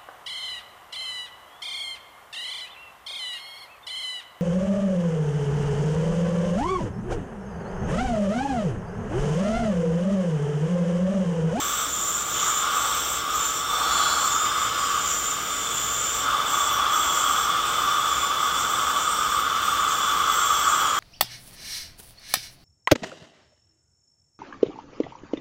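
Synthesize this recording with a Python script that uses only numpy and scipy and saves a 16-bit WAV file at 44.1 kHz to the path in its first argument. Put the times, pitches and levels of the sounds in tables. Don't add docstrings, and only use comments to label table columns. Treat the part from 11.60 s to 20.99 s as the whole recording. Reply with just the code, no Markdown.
import sys
import numpy as np
from scipy import signal
from scipy.fft import rfft, irfft
from scipy.io import wavfile

SR = 44100
rng = np.random.default_rng(int(sys.argv[2]) if len(sys.argv) > 2 else 0)


def output_pcm(signal):
    pcm = np.clip(np.atleast_2d(signal).T, -1, 1) * 32767
    wavfile.write(sys.argv[1], SR, np.round(pcm).astype(np.int16))


N = 414099


def amp(db):
    return 10 ** (np.asarray(db) / 20)


def rms_one(x):
    return x / np.sqrt(np.mean(x ** 2) + 1e-20)


def in_time(rows):
    time_s, *columns = np.transpose(rows)
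    return [np.interp(np.arange(N) / SR, time_s, column) for column in columns]


def held(events, attack_s, release_s, rest_db):
    power = np.full(N, amp(2 * rest_db))
    for start, end, db in events:
        at = np.arange(max(int((start - attack_s) * SR), 0), min(int((end + release_s) * SR), N))
        rise = np.clip(.5 + (at / SR - start) / attack_s, 0, 1)
        fall = np.clip(1 - (at / SR - end) / release_s, 0, 1)
        power[at] += (amp(db) * rise * fall) ** 2
    return np.sqrt(power)


def drift(rate_hz):
    steps = N // 10 + 2
    hz = np.arange(steps // 2 + 1) * SR / N
    slow = irfft(rfft(rng.standard_normal(steps)) / (1 + (hz / rate_hz) ** 2), steps)
    return np.interp(np.linspace(0, steps - 1, N), np.arange(steps), rms_one(slow))


def turbulence(flutter_db, rate_hz):
    return rng.standard_normal(N) * amp(flutter_db * drift(rate_hz))


def droplets(per_s, spread_db):
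    sizes = amp(spread_db * np.minimum(rng.exponential(1, N), 4)) * rng.choice([-1, 1], N)
    return rms_one(sizes * (rng.random(N) < per_s / SR))


def coloured(x, spectrum):
    hz, db = np.transpose(spectrum)
    bins_hz = np.arange(N // 2 + 1) * SR / N
    gain = amp(np.interp(np.log(bins_hz + 1), np.log(hz), db))
    return rms_one(irfft(rfft(x) * gain, N))


def resonate(x, hz, width_hz):
    radius = np.exp(-np.pi * width_hz / SR)
    feedback = [1, -2 * radius * np.cos(2 * np.pi * hz / SR), radius ** 2]
    return signal.lfilter(np.array([1, 0, -1]) * (1 - radius ** 2) / 2, feedback, x)


def ringing(modes, flutter_db, rate_hz):
    flutter = amp(flutter_db * drift(rate_hz))
    return rms_one(sum(amp(db) * resonate(flutter * rng.standard_normal(N), hz, width)
                       for hz, width, db in modes))


def squeal(hz, width_hz):
    phase = 2 * np.pi * np.cumsum(hz * np.ones(N)) / SR
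    return rms_one(drift(width_hz) * np.cos(phase) + drift(width_hz) * np.sin(phase))


def room(x, t60_s=0.19, wet_db=-3):
    t = np.arange(SR // 2) / SR
    tail = rng.standard_normal(len(t)) * amp(-60 * t / t60_s) * (t > .002)
    wet = signal.fftconvolve(x, tail / np.sqrt(np.sum(tail ** 2)))[:N]
    return (x + amp(wet_db) * wet) / np.sqrt(1 + amp(2 * wet_db))


def room_tone():
    # pitch_hz, width_hz, gain_db
    pump_modes = [(51.7, 6, 0.5), (67.4, 4.5, 6.5), (112.7, 6.7, 1.5), (176, 7.7, -3), (279, 11.2, 0.5),
                  (350.7, 17, 0.5), (477.5, 8.9, 2), (620, 15, -3)]
    # frequency_hz, gain_db
    vent_spectrum = [(20, -38), (35, -7), (50, -1), (85, -9), (150, -4.5), (400, -5), (800, -4.5),
                     (2000, -28), (8000, -23.5)]
    drone = rms_one(sum(amp(db) * resonate(rng.standard_normal(N), hz, width)
                        for hz, width, db in pump_modes))
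    motor_hz = 447 + 2.6 * drift(rate_hz=5.3)
    hum = np.sin(2 * np.pi * np.cumsum(motor_hz) / SR)
    vent = coloured(rng.standard_normal(N), vent_spectrum)
    return amp(-46.5) * drone + amp(-51) * hum + amp(-42.5) * vent


def suction():
    # time_s, flow_db
    air_flow = [(0.0, -40), (0.21, -39.5), (0.34, -43.5), (0.68, -42), (0.81, -36.5), (0.94, -39.5),
                (1.25, -38), (1.65, -41), (1.83, -39.5), (2.01, -42), (2.43, -37), (2.51, -39.5),
                (3.5, -37.5), (3.58, -40), (5.12, -38.5), (5.6, -37.5), (7.22, -39), (9.39, -37.5)]
    # frequency_hz, gain_db
    rush_spectrum = [(200, -25), (500, -1.5), (950, -5), (1600, 5), (1900, -4), (2500, -0.5), (2900, -0.5),
                     (3300, 4.5), (3700, -3), (3950, -4), (4900, -5), (7000, -5.5), (10000, -27.5),
                     (16000, -43)]
    # pitch_hz, width_hz, gain_db
    tube_modes = [(2031, 13, 6), (2155, 79, -2), (2281, 21, 2), (2640, 14, -7), (3270, 100, -10),
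                  (3620, 10, 6), (3710, 53, -9)]
    flow_db, = in_time(air_flow)
    boom = mouth()
    rush = amp(flow_db + 4.5) * coloured(turbulence(flutter_db=1.37, rate_hz=110), rush_spectrum)
    tube = amp(flow_db - 5.5) * ringing(tube_modes, flutter_db=-0.5, rate_hz=20)
    return boom + tube + room(slurps() + rush) + whistles(flow_db)


def mouth(dip_db=1):
    # time_s, relative_db
    loudness = [(0.0, -30), (0.23, -29.5), (0.31, -35), (0.75, -32.5), (0.89, -22.5), (1.02, -30.5),
                (1.04, -24.5), (1.36, -27), (1.44, -32.5), (1.78, -27.5), (1.83, -25.5), (1.93, -32.5),
                (2.3, -23.5), (3.4, -27), (3.56, -32), (4.57, -32), (4.68, -22.5), (4.89, -25.5),
                (5.39, -22), (5.44, -26), (5.8, -21.5), (5.83, -25), (7.01, -25.5), (9.39, -21.5)]
    # pitch_hz, width_hz, gain_db
    hollow_modes = [(787.5, 24, -10.5), (892.4, 16.5, -8), (1065.3, 11, -2), (1136.7, 11.5, 4),
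                    (1164, 11.7, 2.5), (1224, 14, 2.5), (1245, 11, -2), (1293, 12.8, 1.5), (1398, 5.8, 0),
                    (1427, 18, -6.5), (1498, 24, -10), (1585, 12, -11), (1718, 17, -17.5)]
    hump = resonate(turbulence(flutter_db=0.6, rate_hz=55), hz=1158, width_hz=350)
    hump = rms_one(resonate(hump, hz=1270, width_hz=195))
    hump = signal.sosfilt(signal.butter(6, 1060, "high", fs=SR, output="sos"), hump)
    lines = ringing(hollow_modes, flutter_db=-0.7, rate_hz=25)
    lines = rms_one(resonate(lines, hz=1230, width_hz=500))
    loudness_db, = in_time(loudness)
    swell = splash_swell()
    boom_db = loudness_db - dip_db * swell / swell.max()
    return amp(boom_db) * (amp(-7.4) * hump + amp(-0.4) * lines)


def whistles(flow_db):
    # time_s, pitch_hz, relative_db
    rim_curve = [(1.9, 3510, -32), (2.2, 3530, -30.5), (2.55, 3370, -32.5), (2.75, 3554, -33),
                 (3.6, 3600, -44), (3.95, 3525, -38), (4.15, 3425, -34.5), (4.45, 3524, -39.5),
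                 (4.75, 3510, -33), (5, 3450, -31), (5.7, 3373, -31.5), (6.1, 3504, -32), (6.5, 3443, -32),
                 (7.35, 3470, -35), (8.1, 3492, -34.5), (8.9, 3376, -30), (9.39, 3300, -34)]
    # time_s, pitch_hz, relative_db
    thin_curve = [(0, 5330, -51), (1.8, 5310, -46), (2.15, 5520, -38.5), (2.55, 5330, -40),
                  (2.85, 5110, -42), (3.25, 5060, -40), (3.7, 5080, -57), (6.5, 5090, -48.5),
                  (9.39, 5145, -50)]
    rim_hz, rim_db = in_time(rim_curve)
    thin_hz, thin_db = in_time(thin_curve)
    surge_db = flow_db - flow_db.mean()
    closing_start_s, closing_s = rim_curve[0][0], 0.19
    close = np.clip((np.arange(N) / SR - closing_start_s) / closing_s, 0, 1)
    rim = close * amp(rim_db - 1.5) * squeal(rim_hz, width_hz=85)
    hiss = (1 - close) * amp(-36.5 + 1.1 * surge_db) * squeal(hz=3500, width_hz=220)
    thin = amp(thin_db - 2.5) * squeal(thin_hz, width_hz=70)
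    breathy = amp(-43 + 1.8 * surge_db) * squeal(hz=3052, width_hz=116)
    return rim + hiss + thin + breathy


def scaler():
    # start_s, end_s, lower_squeal_db, upper_squeal_db, chatter_db
    strokes = [(-.05, 0.217, -38, -31.5, -36), (0.29, 0.575, -27.5, -39, -38.5),
               (.67, 0.765, -29.5, -46, -37), (0.8, 0.986, -27, -38, -37.5), (1.106, 1.537, -39, -33, -37),
               (1.72, 1.77, -31, -37, -36), (1.805, 1.858, -25.5, -42, -36), (1.917, 1.978, -35, -36, -42),
               (2.073, 2.25, -42, -40, -42), (2.292, 2.53, -28.5, -46, -41), (2.576, 2.66, -31, -32.5, -38),
               (2.696, 2.85, -29, -42, -44), (2.952, 3.05, -32.5, -48, -47), (3.15, 3.353, -33, -46, -46),
               (3.404, 3.71, -28.5, -45, -41), (3.784, 4.08, -33.5, -50, -48),
               (4.12, 4.473, -29, -46, -40.5), (4.51, 4.58, -34, -33.5, -40), (4.866, 5.062, -36, -35, -38),
               (5.31, 5.4, -40.5, -31.5, -35.5), (5.437, 5.61, -33, -33, -36.5),
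               (5.647, 5.83, -42, -33.5, -38.5), (6.03, 6.151, -45, -41, -48), (6.18, 6.423, -46, -47, -55),
               (6.454, 6.633, -34.5, -41, -46), (6.79, 6.864, -45, -39, -49), (6.937, 7.024, -37, -37, -45),
               (7.05, 7.298, -44, -39.5, -48), (7.35, 7.45, -37.5, -38, -49), (7.485, 7.73, -45, -42, -49),
               (8.02, 8.2, -61, -57, -54), (8.262, 8.472, -38, -39, -47), (8.5, 8.6, -51, -48, -49),
               (8.69, 8.769, -46, -32.5, -36), (8.81, 8.86, -34, -31, -36), (8.9, 9.023, -44, -33, -37),
               (9.06, 9.144, -36, -33.5, -40), (9.2, 9.39, -37, -49, -52)]
    # pitch_hz, width_hz, gain_db
    tip_modes = [(5820, 110, -5.5), (6315, 76, 3), (6600, 96, -19), (13770, 110, -2), (14380, 200, -13),
                 (15100, 200, -12.5)]
    # frequency_hz, gain_db
    mist_spectrum = [(4500, -12), (5300, -7), (5750, 6), (6450, -13), (7250, -18.5), (8250, 1), (8900, -6),
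                     (9600, -7), (10300, -27), (11200, -16), (12400, -14), (13300, -7), (14400, 1.5),
                     (14800, -9), (15700, -5)]
    start_s, end_s, lower_db, upper_db, chatter_db = np.transpose(strokes)

    def stroked(db, idle_db):
        return held(zip(start_s, end_s, db), attack_s=0.078, release_s=0.11, rest_db=idle_db)

    lower = stroked(lower_db, idle_db=-43.5) * squeal(hz=7166, width_hz=210)
    upper = stroked(upper_db, idle_db=-54) * squeal(hz=7535, width_hz=140)
    ring = rms_one(sum(amp(db) * np.sqrt(width) * squeal(hz, width) for hz, width, db in tip_modes))
    chatter = stroked(chatter_db, idle_db=-58) * ring
    lead_db = upper_db - lower_db
    hiss = coloured(turbulence(flutter_db=0.9, rate_hz=80), mist_spectrum)
    mist = stroked(-42 + 0.24 * lead_db, idle_db=-40.5) * hiss
    squeaks = stroked(-41 + 0.25 * lead_db, idle_db=-42.5) * stick_slip()
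    return room(lower + upper + chatter + squeaks + skids() + mist)


def stick_slip(flare_db=7, rate_hz=7):
    # pitch_hz, width_hz, gain_db
    catch_modes = [(5554, 79, 1), (5840, 110, -2.5), (5940, 130, -2), (6620, 110, 0.5), (7000, 120, -14),
                   (7530, 72, -5), (7730, 110, 4), (8000, 110, -0.5), (8300, 180, 2)]
    return rms_one(sum(amp(db + flare_db * np.tanh(drift(rate_hz))) * squeal(hz, width)
                       for hz, width, db in catch_modes))


def skids(width_hz=150):
    # start_s, length_s, first_hz, last_hz, level_db
    chirps = [(0.693, 0.29, 6600, 6700, -35), (.72, .22, 5850, 5900, -37), (1.472, 0.13, 7840, 8230, -42),
              (2.66, 0.17, 6820, 6720, -31.5), (3.011, .09, 7820, 7800, -39), (3.42, 0.16, 6630, 6650, -36),
              (3.44, 0.18, 13150, 13400, -49), (3.46, .14, 5880, 5850, -35), (5.06, .15, 13950, 14560, -40),
              (5.07, 0.16, 5950, 5800, -36), (6.10, .15, 14420, 14200, -48), (6.096, 0.38, 5930, 5980, -43),
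              (6.97, 0.074, 6560, 6400, -40), (7.35, 0.12, 7000, 6700, -38), (7.444, 0.14, 7810, 8270, -36),
              (7.74, 0.11, 13980, 14480, -43), (7.73, 0.11, 8100, 8450, -40),
              (7.95, 0.243, 14280, 14360, -45), (8.17, .08, 7150, 6950, -36),
              (8.274, 0.069, 6600, 6250, -36), (8.46, .13, 14000, 14120, -45), (9.05, .08, 6700, 7150, -31),
              (9.15, 0.12, 14330, 14400, -38), (9.157, 0.09, 5820, 5760, -34), (9.22, .12, 7040, 7020, -35)]
    roughness = drift(width_hz) + 1j * drift(width_hz)
    out = np.zeros(N)
    for start_s, length_s, first_hz, last_hz, db in chirps:
        at = np.arange(int(start_s * SR), min(int((start_s + length_s) * SR), N))
        phase = 2 * np.pi * np.cumsum(np.linspace(first_hz, last_hz, len(at))) / SR
        chirp = rms_one(np.real(roughness[at] * np.exp(1j * phase)))
        out[at] += amp(db) * np.hanning(len(at)) * chirp
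    return out


def slurps():
    # start_s, end_s, level_db
    bouts = [(1.12, 1.38, -42), (2.1, 2.55, -36.5), (4.7, 5.8, -39.5), (6.0, 7.5, -41), (8.8, 9.39, -41.5)]
    # frequency_hz, gain_db
    slurp_spectrum = [(250, -28), (500, -10), (650, -4.5), (800, -0.5), (950, 0), (1200, -15),
                      (2000, -32.5)]
    swell = held(bouts, attack_s=0.14, release_s=0.36, rest_db=-52.5)
    return swell * coloured(droplets(per_s=2500, spread_db=3), slurp_spectrum)


def splash_swell():
    # start_s, end_s, level_db
    splashes = [(2.22, 2.5, -30)]
    return held(splashes, attack_s=0.34, release_s=0.28, rest_db=-66)


def splash():
    # frequency_hz, gain_db
    spray_spectrum = [(900, -10), (1250, -7), (1420, 16.5), (1650, -2), (2000, -16), (3500, -7), (4150, 8),
                      (4600, 4), (5000, -12), (5500, -6), (6500, -19), (8500, -5), (10500, -20),
                      (16000, -25)]
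    return room(splash_swell() * coloured(droplets(per_s=6100, spread_db=2), spray_spectrum))


def scene():
    return (suction() + scaler() + splash() + room_tone())[None]


def record(dry):
    low_cut = signal.butter(4, 36, "high", fs=SR, output="sos")
    high_cut = signal.ellip(12, .1, 90, 15750, fs=SR, output="sos")
    return signal.sosfilt(high_cut, signal.sosfilt(low_cut, dry))


dry = scene()
out = record(dry)
output_pcm(out)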